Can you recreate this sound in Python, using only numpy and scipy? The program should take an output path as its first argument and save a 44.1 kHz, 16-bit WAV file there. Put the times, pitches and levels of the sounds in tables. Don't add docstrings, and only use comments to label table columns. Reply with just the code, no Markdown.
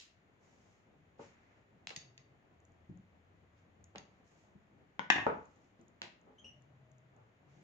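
import sys
import numpy as np
from scipy import signal
from scipy.fft import rfft, irfft, next_fast_len
from scipy.io import wavfile
from scipy.ndimage import uniform_filter1d

SR = 44100
rng = np.random.default_rng(int(sys.argv[2]) if len(sys.argv) > 2 else 0)


def pcm_store(signal):
    levels = np.round(np.clip(np.atleast_2d(signal), -1, 1) * 32767)
    wavfile.write(sys.argv[1], SR, levels.astype(np.int16).T)


N = 336483

# start in seconds, level in dB, brightness in dB per octave,
# chatter time in seconds, left over right in dB, room send in dB.
LEVER_CLICKS = [(0.0, -55.5, 12.5, 0.0022, 1, 3), (1.8711, -43.5, 7, 0.0012, 0.5, -6),
                (1.8924, -52.5, 7.5, 0.0017, 8, -1), (1.9043, -48.5, 2.5, 0.0023, -4, -8),
                (3.958, -48.5, 1, 0.0012, 0, -5.5), (6.0179, -42.5, 4, 0.00067, -2.5, -3.5)]
TABLE_KNOCKS = [(1.1925, -47, -3, 0.0067, 0.2, -1.5), (1.9105, -53.5, 4.5, 0.00088, 0.32, -2.5),
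                (3.950, -51.5, 2.5, 0.0041, 0.61, -0.5), (5.2655, -24.5, 1.5, 0.0018, 1.9, -2),
                (6.265, -57.5, -2, 0.019, 1.5, -2), (6.44, -61, -9, 0.0044, 0.46, 1.5),
                (7.16, -62.5, 2.6, 0.03, 1, -1.5)]
BLADE_TAPS = [(1.963, -44, 1, 0.0013, 2.3, -4.5), (2.1782, -58, -2.7, 0.00082, 3, -7),
              (3.9824, -52, 0.87, 0.00059, 1.9, -10)]
CATCH_SNAPS = [(4.9935, -34.5, 0.97, 0.00065, 7, -5), (6.0182, -47.5, 0, 0.00057, 3, -8.5)]
SLIDE_CLACKS = [(5.1012, -18.5, 1, 0.0024, 3, -6.5), (5.1208, -30.5, 0.5, 0.0047, 0.78, -1),
                (5.1585, -31, -3.5, 0.0054, 1.1, -14), (5.181, -33.5, -4, 0.0034, 1, 0),
                (5.198, -41.5, -4.5, 0.0055, 0.85, -4)]
GRIP_BUMPS = [(.95, -65, 2, 0.014, 1), (1.7, -68, 5, 0.017, 2), (1.87, -61, -6, 0.0047, -3),
              (1.971, -52.5, -7.5, 0.0026, -9.5), (2.892, -45.5, -4.5, 0.0057, -1.5),
              (3.339, -64, 0, 0.009, -5), (3.79, -65, 1, .012, 2.5), (3.961, -50, 0.5, 0.011, -6.5),
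              (4.55, -55, -1.5, 0.0074, -8.5), (4.78, -66, 6.5, 0.013, 5), (5.79, -59, 7.5, 0.011, 0.5),
              (6.02, -57.5, 8.5, 0.0058, 3.5), (6.25, -61.5, 4, 0.012, -9), (7.56, -61.5, 2, 0.019, 2)]
# start in seconds, level in dB.
FINE_TICKS = [(2.6026, -81), (2.651, -73.5), (2.7203, -84), (2.973, -79), (3.8416, -63.5), (5.4553, -74)]

# frequency in Hz, width in Hz, level in dB.
LEVER_MODES = [(336, 71, 0), (720, 510, 4), (1980, 1300, -2.5), (2700, 580, -2.5), (3290, 510, -9),
               (3970, 910, -9), (4970, 1300, -17.5), (6220, 3150, -23)]
GRIP_MODES = [(82, 130, -10.5), (167, 140, 0.5), (234, 32, -11.5), (330, 110, -8), (560, 250, -22)]
TABLE_MODES = [(135, 330, -10), (259, 76, -6), (436.7, 26, 0), (492, 320, -1), (853, 190, -3),
               (1205, 410, -9.5), (1486, 130, -16), (2206, 640, -28), (6200, 1100, -61.5)]
BLADE_MODES = [(1950, 320, -1), (2630, 950, -3.5), (3690, 560, -3), (4590, 330, 1), (5350, 840, -7.5),
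               (6470, 460, 1.5), (8300, 980, -15), (11100, 1300, -22.5), (14500, 1700, -23)]
TICK_MODES = [(3570, 580, -20.5), (6200, 420, -4), (6800, 1100, 2), (8300, 1300, -10.5)]
CATCH_MODES = [(198, 200, -1.5), (540, 160, -4.5), (945, 260, 1), (1490, 150, 0.5), (1980, 570, -7),
               (3100, 900, -15.5), (5283, 1500, -34), (6400, 650, -33)]
SLIDE_MODES = [(173, 110, -13), (290, 180, -10.5), (785, 200, -5), (1003, 390, -7.5), (1717, 290, -1),
               (1844, 16, 5), (2030, 250, -5.5), (1985, 31, -1), (2470, 130, -4), (2725, 500, -7.5),
               (3530, 680, -16.5), (4540, 450, -28.5), (5527, 550, -25), (6470, 1700, -29)]

# start in seconds, length in seconds, level in dB, brightness in dB per octave.
CLOTH_STROKES = [(0.389, 0.5, -78, 4.5), (1.175, 0.2, -63.5, 0.5), (1.28, 0.42, -72.5, -5),
                 (3.551, 0.13, -73.5, -0.5), (4.059, 0.28, -80.5, -2.5), (4.228, 0.34, -78, 5),
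                 (5.298, 0.51, -81.5, 2.5), (7.46, 0.39, -77.5, 0.5)]
# start in seconds, length in seconds, pitch in Hz, relative level in dB.
HUM_SWELLS = [(.45, 0.26, 108, -73.5), (1.95, 0.51, 132, -70.5), (2.5, 1.6, 89, -69.5),
              (6.48, 0.71, 133.6, -64.5), (7.14, 0.19, 112, -64.5), (7.44, 0.27, 140, -64)]
WHINE_SWELLS = [(6.5, .18, 596, -75), (6.8, 0.29, 630, -75)]
SQUEAKS = [(6.383, 0.062, 3160, -59), (6.444, .042, 2900, -49.5)]
# multiple of the pitch, relative level in dB.
SQUEAK_HARMONICS = [(1, 5), (2, -7.5), (3, -16)]

# frequency in Hz, relative level in dB.
ROOM_TONE_SPECTRUM = [(15, -45), (25, -22.5), (92, -4), (159, -8.5), (228, -10.5), (343, -14.5),
                      (378, -13.5), (555, -17), (672, -14), (796, -20), (1980, -20), (3450, -31.5),
                      (5710, -47.5), (6750, -38.5), (7800, -47), (10100, -86), (17200, -120)]
SKIN_SPECTRUM = [(30, -18), (90, 2), (200, 0.5), (380, -4.5), (750, -6.5), (1500, -21), (6000, -62)]
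CLOTH_SPECTRUM = [(200, -7.5), (700, -0.5), (2200, 9), (3500, -2.5), (5000, -4.5), (6800, -1), (9000, -13),
                  (15000, -25)]
MIC_RESPONSE = [(20, -2.5), (7200, 1.5), (7900, -10.5), (9500, -14), (15000, -19)]
# frequency in Hz, left-right correlation.
MIC_CORRELATION = [(50, 0.93), (130, 0.81), (300, 0.83), (500, 0.32), (850, 0.095), (1500, -.2),
                   (4000, -0.069), (9000, 0.44)]
# delay in seconds, level in dB.
WALL_ECHOES = [(.011, -17.5), (0.0229, -15)]
# frequency in Hz, time to fall 60 dB in seconds.
ROOM_T60 = [(150, 0.51), (400, 0.28), (1000, 0.39), (2700, 0.36), (7000, 0.3), (14000, .25)]


def amp(db):
    return 10 ** (np.asarray(db) / 20)


def unit(x):
    return x / np.sqrt(np.mean(x ** 2) + 1e-30)


def pan(db):
    return amp([[db / 2], [-db / 2]])


def curve(points, hz):
    point_hz, value = np.transpose(points)
    return np.interp(np.log(hz + 1), np.log(point_hz + 1), value)


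def add(mix, start, sound):
    part = mix[:, max(round(start * SR), 0):][:, :sound.shape[1]]
    part += sound[:, :part.shape[1]]


def colour(x, points):
    hz = np.fft.rfftfreq(x.shape[-1], 1 / SR)
    return irfft(rfft(x) * amp(curve(points, hz)), x.shape[-1])


def swell(length, rise_s, fall_s):
    t = np.arange(0, length, 1 / SR)
    return np.clip(np.minimum(t / rise_s, (length - t) / fall_s), 0, 1)


def wobble(size, span):
    return unit(uniform_filter1d(rng.standard_normal(size), size=span))


def noise_pair(size):
    left, other = rfft(rng.standard_normal((2, size)))
    alike = np.clip(curve(MIC_CORRELATION, np.fft.rfftfreq(size, 1 / SR)), -.99, .99)
    right = alike * left + np.sqrt(1 - alike ** 2) * other
    return irfft(np.array([left, right]), size)


def causal(gain):
    log_gain = np.log(gain + 1e-7)
    mirrored = np.concatenate([log_gain, log_gain[..., -2:0:-1]], -1)
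    return np.exp(np.conj(signal.hilbert(mirrored)))[..., :gain.shape[-1]]


def room(x, gap_s=0.0046, build_s=0.0014):
    hz, t, bands = signal.stft(noise_pair(SR * 3 // 4), SR, nperseg=256)
    decay = amp(-60 * t / curve(ROOM_T60, hz)[:, None])
    tail = signal.istft(bands * decay, SR, nperseg=256)[1]
    since_gap = np.maximum(np.arange(tail.shape[1]) / SR - gap_s, 0)
    tail *= 1 - np.exp(-since_gap / build_s)
    tail /= np.linalg.norm(tail[0])
    for delay, db in WALL_ECHOES:
        tail[:, round(delay * SR)] += amp(db)
    return signal.fftconvolve(np.atleast_2d(x), tail, axes=1)


def blows(rows, modes, crack_db, size=8192):
    out, t, hz = np.zeros((2, N)), np.arange(size) / SR, np.fft.rfftfreq(size, 1 / SR)
    peaks = [amp(db) / (1 + ((hz - centre) / (width / 2)) ** 2) for centre, width, db in modes]
    body = np.linalg.norm(peaks, axis=0)
    body *= hz ** 2 / (hz ** 2 + 70 ** 2)
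    hardest_db = max(row[1] for row in rows)
    for start, db, tilt_db, chatter_s, pan_db, room_db in rows:
        ring = unit(body * amp(tilt_db * np.log2((hz + 100) / 1000)))
        force = amp(db) * np.sqrt(SR / 100)
        age = t / chatter_s
        contact = rfft(noise_pair(size) * np.sqrt(age) * np.exp(-age))
        contour = np.sqrt(uniform_filter1d(abs(contact) ** 2, size=31, axis=1))
        contact *= force / causal(contour)
        crack = amp(crack_db + db - hardest_db)
        direct = irfft(contact * causal(np.hypot(ring, crack)))
        reverb = room(irfft(contact[0] * causal(ring)))
        add(out, start, direct * pan(pan_db))
        add(out, start, amp(room_db) * reverb * pan(1))
    return out


def room_tone(db=-70.5):
    return amp(db) * unit(colour(noise_pair(N), ROOM_TONE_SPECTRUM))


def lever_clicks():
    return blows(LEVER_CLICKS, LEVER_MODES, crack_db=-23)


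def fingers(db=-70.5, lumps_db=4.0, start_s=0.14, rise_s=0.27):
    lumps = unit(uniform_filter1d(wobble(N, 2000), size=500))
    fade_in = np.clip((np.arange(N) / SR - start_s) / rise_s, 0, 1)
    rustle = colour(noise_pair(N), SKIN_SPECTRUM) * amp(lumps_db * np.tanh(lumps))
    return amp(db) * fade_in * unit(rustle)


def sleeves(rest_db=-88, grain_db=1):
    out = amp(rest_db) * unit(colour(noise_pair(N), CLOTH_SPECTRUM))
    for start, length, db, tilt_db in CLOTH_STROKES:
        speed = swell(length, rise_s=0.054, fall_s=0.17)
        spectrum = [(hz, level + tilt_db * np.log2(hz)) for hz, level in CLOTH_SPECTRUM]
        hiss = unit(colour(noise_pair(2 * SR), spectrum))
        add(out, start, amp(db) * speed * hiss[:, :len(speed)])
    return out * amp(grain_db * wobble(N, 200))


def drone(swells, width_hz):
    out, size = np.zeros((1, N)), next_fast_len(N)
    band = np.exp(-(np.fft.fftfreq(size, 1 / SR) / width_hz) ** 2)
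    waver = np.fft.ifft((rng.standard_normal(size) + 1j * rng.standard_normal(size)) * band)
    waver /= np.sqrt(abs(waver))
    for start, length, hz, db in swells:
        envelope = swell(length, rise_s=0.066, fall_s=0.13)
        samples = round(start * SR) + np.arange(len(envelope))
        tone = (waver[samples % size] * np.exp(2j * np.pi * hz * samples / SR)).real
        add(out, start, amp(db) * envelope[None] * unit(tone))
    return out


def grip_bumps(pan_db=2):
    rows = [(*bump, pan_db, room_db) for *bump, room_db in GRIP_BUMPS]
    return blows(rows, GRIP_MODES, crack_db=-39)


def table_knocks():
    return blows(TABLE_KNOCKS, TABLE_MODES, crack_db=-51)


def blade_taps():
    return blows(BLADE_TAPS, BLADE_MODES, crack_db=-8)


def metal_ticks(turn_start_s=5.5, turn_end_s=7.3, count=10, loose_db=-78.5, spread_db=4.5):
    gap = (turn_end_s - turn_start_s) / count
    loose = [(turn_start_s + (k + late) * gap, loose_db + spread_db * (2 * force - 1))
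             for k, (late, force) in enumerate(rng.random((count, 2)))]
    tilt_db, chatter_s, pan_db, room_db = 0, 0.0011, 0.7, -12
    rows = [(start, db, tilt_db, chatter_s, pan_db, room_db) for start, db in FINE_TICKS + loose]
    return blows(rows, TICK_MODES, crack_db=-10)


def catch_snaps():
    return blows(CATCH_SNAPS, CATCH_MODES, crack_db=-37)


def slide_clacks():
    return blows(SLIDE_CLACKS, SLIDE_MODES, crack_db=-34.5)


def squeaks(scoop=0.037, scoop_s=0.0045, sag_per_s=0.15, jitter=0.022, fade_db_per_s=373, edge_s=0.0019):
    out = np.zeros((2, N))
    for start, length, hz, db in SQUEAKS:
        t = np.arange(0, length, 1 / SR)
        pitch = hz * (1 - scoop * np.exp(-t / scoop_s) - sag_per_s * t)
        pitch *= 1 + jitter * wobble(len(t), 90)
        phase = 2 * np.pi * np.cumsum(pitch) / SR
        tone = unit(sum(amp(part_db) * np.sin(k * phase) for k, part_db in SQUEAK_HARMONICS))
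        flutter_db = wobble(len(t), 250)
        tone *= amp(db - fade_db_per_s * t + flutter_db) * swell(length, edge_s, edge_s)
        add(out, start, tone * pan(3))
        add(out, start, room(tone))
    return amp(-2) * out


def scene():
    steel = lever_clicks() + blade_taps() + catch_snaps() + slide_clacks()
    knocks = table_knocks() + grip_bumps()
    bed = room_tone() + fingers() + drone(HUM_SWELLS, width_hz=17.8) + drone(WHINE_SWELLS, width_hz=15)
    return steel + knocks + metal_ticks() + sleeves() + squeaks() + bed * pan(2.2)


def record(dry, hiss_db=-101, cutoff_hz=15800):
    heard = colour(dry, MIC_RESPONSE) + amp(hiss_db) * rng.standard_normal((2, N))
    lowpass = signal.firwin(255, cutoff_hz, window=("kaiser", 8), fs=SR)
    return signal.oaconvolve(heard, lowpass[None], "same")


dry = scene()
out = record(dry)
pcm_store(out)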